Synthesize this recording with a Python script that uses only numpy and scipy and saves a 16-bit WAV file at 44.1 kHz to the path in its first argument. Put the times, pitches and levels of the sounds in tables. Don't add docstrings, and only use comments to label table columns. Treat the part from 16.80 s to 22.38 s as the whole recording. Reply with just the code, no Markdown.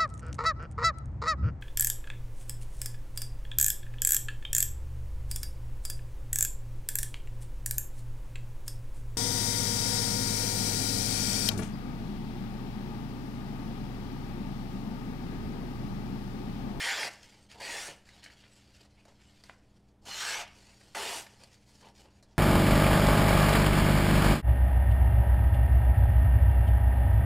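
import sys
import numpy as np
from scipy import signal
from scipy.fft import rfft, irfft, next_fast_len
from scipy.io import wavfile
from scipy.ndimage import uniform_filter1d

SR = 44100
rng = np.random.default_rng(int(sys.argv[2]) if len(sys.argv) > 2 else 0)


def log_audio(samples):
    frames = np.atleast_2d(samples).T
    limited = np.clip(frames, -1, 1)
    pcm = np.round(limited * 32767).astype(np.int16)
    wavfile.write(sys.argv[1], SR, pcm)


N = 246078
TIME = np.arange(N) / SR

BODY_HZ, FIZZ_HZ = 1100, 4500

# pitch_hz, level_db (rms)
HUM_TONES = [(59.2, -71.5), (120, -70), (203, -70.5), (295, -78)]
# pitch_hz, level_db (relative)
AIR_COLOUR = [(20, -0.5), (32, -26), (48, -6), (87, -2), (125, -12.5), (148, -9.5), (200, -8.5), (235, -11),
              (300, -12), (420, -16), (760, -19), (1100, -26.5), (5000, -40.5), (10000, -44.5),
              (16000, -56)]
AIR_DB = -64.5

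# start_s, length_s, attack_s, level_db (at the crest),
# swell_db, crest (share of length), sag_db, release_s (per 60 dB),
# first_body_db, last_body_db, first_fizz_db, last_fizz_db
CUT_STROKES = [(0.0, 0.28, 0.00067, -32, 3.5, 0.28, 6.5, 0.0643, -18, -4.5, -8, -5),
               (0.798, 0.27, 0.006, -41, 4.5, 0.53, 3.3, 0.25, -6.5, -8.5, -7, 0.5),
               (3.251, 0.37, 0.005, -36, 18.5, 0.71, 5, 0.11, -13, -7.5, 1, -5.5),
               (4.147, 0.24, 0.002, -40.5, 0, 0.56, 4, 0.23, -1, -3, -4.5, 2.5)]
SWELL_CURVE, SAG_CURVE = 1.9, 1.13
EASE_OFF_S = 0.004
# pitch_hz, level_db (relative)
CUT_COLOUR_1 = [(150.0, -31), (300.0, -17), (450.0, -12), (700.0, -11), (950.0, -10), (1250.0, -12.5),
                (1800.0, -1.5), (2600.0, -9), (3600.0, -10.5), (5000.0, -11.5), (7000.0, -17.5),
                (9000.0, -20), (12000.0, -27.5), (15500.0, -41.5)]
CUT_COLOUR_2 = [(150.0, -24), (300.0, -10), (450.0, -11), (700.0, -3), (950.0, -6), (1250.0, -8),
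                (1800.0, 1.5), (2600.0, -2), (3600.0, -3.5), (5000.0, -6.5), (7000.0, -8.5), (9000.0, -10),
                (12000.0, -21.5), (15500.0, -28)]
CUT_COLOUR_3 = [(150.0, -63), (300.0, -11.5), (450.0, -4.5), (700.0, 0.5), (950.0, 0), (1250.0, 2),
                (1800.0, 0.5), (2600.0, 1.5), (3600.0, -0.5), (5000.0, -6.5), (7000.0, -7.5),
                (9000.0, -15.5), (12000.0, -19.5), (15500.0, -32)]
CUT_COLOUR_4 = [(150.0, -21), (300.0, -12), (450.0, -4), (700.0, -1.5), (950.0, -1.5), (1250.0, -4),
                (1800.0, -2.5), (2600.0, -2), (3600.0, -2), (5000.0, -9), (7000.0, -11), (9000.0, -14),
                (12000.0, -20.5), (15500.0, -31)]

# pitch_hz, half_width_hz, level_db
SHEET_RESONANCES = [(895, 52, 5.5), (1050, 104, -3), (1740, 230, 1.5), (2950, 240, 1), (3760, 350, -4.5),
                    (4585, 73, 4), (6300, 250, -1.5), (7050, 190, 2.5)]
SLACKEN_S = 0.55
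# strongest_s, half_duration_s, pitch_hz, drift_hz_per_s, half_width_hz, level_db
FLAP_RINGS = [(0.1, 0.16, 7100, 1197.5, 260, 3), (0.195, 0.041, 4700, 500, 169.4, 4),
              (0.219, 0.033, 5160, -500, 129, 12.5), (0.15, 0.045, 9960, 0, 1500, -8),
              (0.842, 0.051, 4650, -2300, 220, 12), (2.19, 0.031, 2340, 5000, 318, 12.5),
              (2.47, 0.045, 7600, 0, 220, 11), (3.343, 0.1, 4180, -1000, 210, 12.5),
              (3.32, 0.076, 3000, 800, 170, 8.5), (3.396, 0.027, 750, 0, 400, -7.5),
              (3.465, 0.071, 1620, 500, 230, 8), (3.44, 0.046, 8460, 500, 190, 14),
              (3.543, 0.098, 7960, -200, 270, 7.5), (3.562, 0.049, 2220, -100, 130, 9),
              (4.28, 0.043, 2820, 0, 210, 8)]
PASSING_PER_S, PASSING_DB, PASSING_HALF_S = 60, 7.5, 0.038
PASSING_HALF_WIDTH_HZ, MAX_DRIFT_HZ_PER_S = 110, 770
PASSING_LOW_HZ, PASSING_TOP_HZ = 1850, 13550

# pitch_hz, t60_s
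ROOM_DECAY = [(200, 0.26), (1000, 0.37), (3000, 0.47), (8000, 0.11), (15000, 0.12)]
# pitch_hz, level_db (relative)
REFLECTION_COLOUR = [(200, 1.5), (1000, 3), (1900, -0.5), (3500, -3.5), (6000, -2), (15000, -4)]

# start_s, middle_db (before the trim in ticks()), body_db, fizz_db, t60_s
PAPER_TICKS = [(0.2296, -23.5, -55, -44, 0.045), (1.0809, -37, -42.5, -47, 0.029),
               (1.2888, -47, -73, -58, 0.055), (1.4386, -50, -74, -48.5, 0.08),
               (1.4601, -44.5, -61, -59, 0.085), (1.5005, -45, -73, -63, 0.035),
               (2.049, -78, -61.5, -65, 0.087), (2.2523, -61, -55, -59, 0.049),
               (2.6373, -50, -60, -50, 0.038), (4.0107, -55, -61, -62, 0.054),
               (4.149, -32, -34.5, -62, 0.022), (4.4652, -42, -57, -54, 0.038),
               (5.011, -56.5, -60, -56, 0.042), (5.0863, -57, -55, -54, 0.02),
               (5.426, -62, -65, -58, 0.089)]
# pitch_hz, level_db (relative)
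PAPER_TICK_COLOUR = [(250, -42), (600, 0), (1000, -11.5), (1700, 17), (2400, 14), (3200, -6), (4000, 1),
                     (5500, -17), (9000, -20.5), (15000, -42)]

# start_s, length_s, level_db (at the top of the arch), body_db, fizz_db
STRIP_RUSTLES = [(0.282, 0.11, -59.5, -3, 6), (0.42, 0.066, -57.5, -23, 0), (0.682, 0.1, -54.5, -11, -3.5),
                 (0.729, 0.15, -60.5, 7, -1.5), (1.069, 0.1, -52, 2, -19), (1.245, 0.063, -59, -6, -1),
                 (1.339, 0.047, -63, 0, -1), (1.415, 0.1, -53.5, -15, -10), (1.61, 0.092, -58, -12, -21),
                 (1.932, 0.068, -65, -24, 0), (2.0, 0.036, -60.5, -1, -3), (2.161, 0.072, -64.5, -8, -16),
                 (2.257, 0.093, -65, 6, -4), (2.386, 0.074, -64, -18, -6), (2.958, 0.036, -74, 0, 0),
                 (3.063, 0.075, -78, -2.5, 1), (3.213, 0.1, -72, 7.5, 5), (3.254, 0.069, -54, 5, 3),
                 (3.618, 0.11, -53.5, -16, -7.5), (4.593, 0.093, -60.5, -1, 1),
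                 (4.7, 0.087, -64.5, -18, 0.5), (5.005, 0.14, -60.5, 7, -18), (5.126, 0.18, -62, -3.5, 1),
                 (5.225, 0.1, -70, 9, -4)]
RUSTLE_SKEW = 0.66

# start_s, length_s, first_level_db, last_level_db, body_db, fizz_db
BLADE_SLIDES = [(0.301, 0.353, -62, -67, -3.5, -0.5), (1.149, 0.1, -69, -75.5, -4, 1.5),
                (1.252, 0.28, -62.5, -65, -5, -4), (1.531, 0.513, -65.5, -66, -13, -2.5),
                (2.041, 0.67, -78, -64.5, -9.5, -1.5), (2.69, 0.4, -72.5, -86, -4, 0),
                (3.679, 0.6, -65, -66.5, -4, 1), (4.467, 0.377, -65.5, -73.5, -2, 0.5),
                (4.849, 0.25, -65, -71.5, -3, 4), (5.287, 0.1, -69, -73, 0, -0.5),
                (5.432, 0.18, -75, -79, 3.5, -2.5)]
SLIDE_RISE_S = 0.042
# pitch_hz, level_db (relative)
RUB_COLOUR = [(240, -10), (450, -6), (780, -5.5), (1150, -6.5), (1750, -2.5), (2900, -0.5), (3800, -1.5),
              (4800, -4), (6000, -9), (8000, -12), (10000, -18), (13000, -25.5), (16000, -34)]

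# pitch_hz, level_db (before POP_DB and high-pass), t60_s
SHEET_POP_MODES = [(1100, -5, .007), (1550, 0, .006), (1950, -2, .006), (2950, -11, .005)]
# pitch_hz, level_db (relative)
FLUTTER_COLOUR = [(250, -24), (600, 2), (900, 2), (1600, -13), (2500, 2), (5000, -23), (15000, -43)]
POP_S, POP_DB = 2.6964, -31

EDGE_HZ = 15900


def gain_of(db):
    return 10 ** (np.asarray(db) / 20)


def evened(x):
    return x / np.sqrt(np.mean(x ** 2) + 1e-20)


def read(points, hz):
    table_hz, value = np.transpose(points)
    return np.interp(np.log(hz + 1), np.log(table_hz + 1), value)


def add(mix, start, sound):
    part = mix[max(round(start * SR), 0):][:len(sound)]
    part += sound[:len(part)]


def tint(x, colour):
    hz = np.fft.rfftfreq(len(x), 1 / SR)
    return irfft(rfft(x) * gain_of(read(colour, hz)), len(x))


def wander(size, rate_hz):
    hz = np.fft.rfftfreq(size, 1 / SR)
    spectrum = rfft(rng.standard_normal(size)) * np.exp(-(hz / rate_hz) ** 2)
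    return evened(irfft(spectrum, size))


def registers(x):
    hz, spectrum = np.fft.rfftfreq(len(x), 1 / SR), rfft(x)
    below_body = 1 / (1 + (hz / BODY_HZ) ** 10)
    below_fizz = 1 / (1 + (hz / FIZZ_HZ) ** 10)
    shares = (below_body, below_fizz - below_body, 1 - below_fizz)
    return [evened(irfft(spectrum * share, len(x))) for share in shares]


def background(waver_rad=0.59):
    size = next_fast_len(N, True)
    hum = np.zeros(N)
    for hz, db in HUM_TONES:
        phase = 2 * np.pi * (hz * TIME + rng.random()) + waver_rad * wander(size, 3.5)[:N]
        hum += gain_of(db) * np.sqrt(2) * np.sin(phase)
    air = gain_of(AIR_DB) * evened(tint(rng.standard_normal(size), AIR_COLOUR))[:N]
    return hum + air


def fibres(size, per_s, spread_db):
    strength = gain_of(spread_db * np.minimum(rng.exponential(1, size), 4))
    sign = rng.choice([-1., 1.], size)
    happens = rng.random(size) < per_s / SR
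    return evened(strength * sign * happens)


def catches(size, per_s, release_s=0.0081):
    snags = np.minimum(rng.exponential(1, size), 2) * (rng.random(size) < per_s / SR)
    return signal.lfilter([1], [1, -np.exp(-1 / (release_s * SR))], snags)


def sheet(x, start, patchy_db=2.5):
    hz, t, z = signal.stft(x, SR, nperseg=1024, noverlap=768)
    hz = hz[:, None]
    patches = uniform_filter1d(rng.standard_normal(z.shape), size=4, axis=0)
    patches = uniform_filter1d(patches, size=6, axis=1)
    field_db = patchy_db * evened(patches)
    for centre, width, db in SHEET_RESONANCES:
        field_db += db * np.exp(-t / SLACKEN_S - ((hz - centre) / width) ** 2)

    rings = [(s - start, *shape) for s, *shape in FLAP_RINGS if 0 < s - start < t[-1]]
    for when, place, drift in rng.random((64, 3))[:round(PASSING_PER_S * t[-1])]:
        centre = PASSING_LOW_HZ + place * (PASSING_TOP_HZ - PASSING_LOW_HZ)
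        drift_hz_per_s = (2 * drift - 1) * MAX_DRIFT_HZ_PER_S
        rings.append((when * t[-1], PASSING_HALF_S, centre, drift_hz_per_s, PASSING_HALF_WIDTH_HZ, PASSING_DB))
    for s, span, centre, drift, width, db in rings:
        near = abs(t - s) < 2 * span
        since = t[near] - s
        off_centre = np.minimum(((hz - centre - drift * since) / width) ** 2, 20)
        field_db[:, near] += db * np.exp(-(since / span) ** 2 - off_centre)
    return signal.istft(z * gain_of(field_db), SR, nperseg=1024, noverlap=768)[1][:len(x)]


def rubbed_paper(start, force, body_db, fizz_db, colour, per_s, spread_db,
                 judder_db, judder_rate_hz, snags_per_s, snag_db):
    size = len(force)
    judder = judder_db * wander(size, judder_rate_hz)
    feed_db = judder + snag_db * np.minimum(catches(size, snags_per_s), 2)
    snaps = fibres(size, per_s, spread_db) * gain_of(feed_db)
    body, middle, fizz = registers(tint(sheet(snaps, start), colour))
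    return force * (middle + gain_of(body_db) * body + gain_of(fizz_db) * fizz)


def cuts():
    out, t = np.zeros(N), TIME[:SR // 2]
    colours = (CUT_COLOUR_1, CUT_COLOUR_2, CUT_COLOUR_3, CUT_COLOUR_4)
    for stroke, colour in zip(CUT_STROKES, colours):
        start, length, attack_s, db, swell_db, crest, sag_db, release_s, *band_levels = stroke
        first_body, last_body, first_fizz, last_fizz = band_levels
        along = np.minimum(t / length, 1)
        before = np.maximum(1 - along / crest, 0)
        after = np.maximum((along - crest) / (1 - crest), 0)
        let_go_db = 60 * EASE_OFF_S * np.logaddexp(0, (t - length) / EASE_OFF_S) / release_s
        force_db = db - swell_db * before ** SWELL_CURVE - sag_db * after ** SAG_CURVE - let_go_db
        force = np.minimum(t / attack_s, 1) * gain_of(force_db)
        body_db = first_body + (last_body - first_body) * along
        fizz_db = first_fizz + (last_fizz - first_fizz) * along
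        add(out, start, rubbed_paper(start, force, body_db, fizz_db, colour, per_s=11000, spread_db=1.7,
                                     judder_db=0.0, judder_rate_hz=140, snags_per_s=83, snag_db=1.0))
    return out


def room(x, first_s=0.0021):
    hz, t, z = signal.stft(rng.standard_normal(SR // 2), SR, nperseg=256)
    decay = gain_of(-60 * t / read(ROOM_DECAY, hz)[:, None])
    tail = signal.istft(z * decay, SR, nperseg=256)[1]
    tail = tail * np.clip(np.arange(len(tail)) / SR / first_s - 1, 0, 1)
    return signal.fftconvolve(x, tint(tail / np.linalg.norm(tail), REFLECTION_COLOUR))[:N]


def ticks(middle_trim_db=-5, rise_s=0.00055):
    out, t = np.zeros(N), TIME[:8192]
    for start, middle_db, body_db, fizz_db, t60 in PAPER_TICKS:
        body, middle, fizz = registers(tint(rng.standard_normal(len(t)), PAPER_TICK_COLOUR))
        burst = gain_of(middle_db + middle_trim_db) * middle
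        burst += gain_of(body_db) * body + gain_of(fizz_db) * fizz
        add(out, start, burst * gain_of(-60 * t / t60) * (1 - np.exp(-t / rise_s)))
    return out


def rustles():
    out, t = np.zeros(N), TIME[:2 ** 13]
    for start, length, db, body_db, fizz_db in STRIP_RUSTLES:
        along = np.minimum(t / length, 1)
        force = gain_of(db) * np.sin(np.pi * along ** RUSTLE_SKEW) ** 2
        add(out, start, rubbed_paper(start, force, body_db, fizz_db, RUB_COLOUR, per_s=7000, spread_db=0.7,
                                     judder_db=2.5, judder_rate_hz=120, snags_per_s=34, snag_db=4.0))
    return out


def slides(fall_s=0.037):
    out, t = np.zeros(N), TIME[:2 ** 15]
    for start, length, first_db, last_db, body_db, fizz_db in BLADE_SLIDES:
        contact = np.minimum(t / SLIDE_RISE_S, 1) * np.clip(1 - (t - length) / fall_s, 0, 1)
        force = contact * gain_of(np.interp(t, [0, length], [first_db, last_db]))
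        add(out, start, rubbed_paper(start, force, body_db, fizz_db, RUB_COLOUR, per_s=9000, spread_db=3.0,
                                     judder_db=1.5, judder_rate_hz=27, snags_per_s=76, snag_db=2.0))
    return out


def pop(flutter_db=-20, flutter_t60=0.07, radiate_hz=850, rise_s=0.0003):
    out, t = np.zeros(N), TIME[:8192]
    modes = [gain_of(db - 60 * t / t60) * np.sin(2 * np.pi * hz * t) for hz, db, t60 in SHEET_POP_MODES]
    snap = signal.lfilter(*signal.butter(2, radiate_hz, "highpass", fs=SR), sum(modes))
    flutter = evened(tint(rng.standard_normal(len(t)), FLUTTER_COLOUR))
    flutter = flutter * gain_of(flutter_db - 60 * t / flutter_t60)
    add(out, POP_S, gain_of(POP_DB) * (snap + flutter) * (1 - np.exp(-t / rise_s)))
    return out


def scene():
    paper = gain_of(-1.02) * cuts() + gain_of(-2.0) * slides() + gain_of(-2.75) * rustles() + ticks()
    close = paper + pop()
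    mono = close + room(gain_of(-13.5) * close) + background()
    return np.array([mono, mono])


def record(dry):
    low_pass = signal.firwin(511, EDGE_HZ, window=("kaiser", 9), fs=SR)
    return signal.oaconvolve(dry, low_pass[None], "same")


dry = scene()
out = record(dry)
log_audio(out)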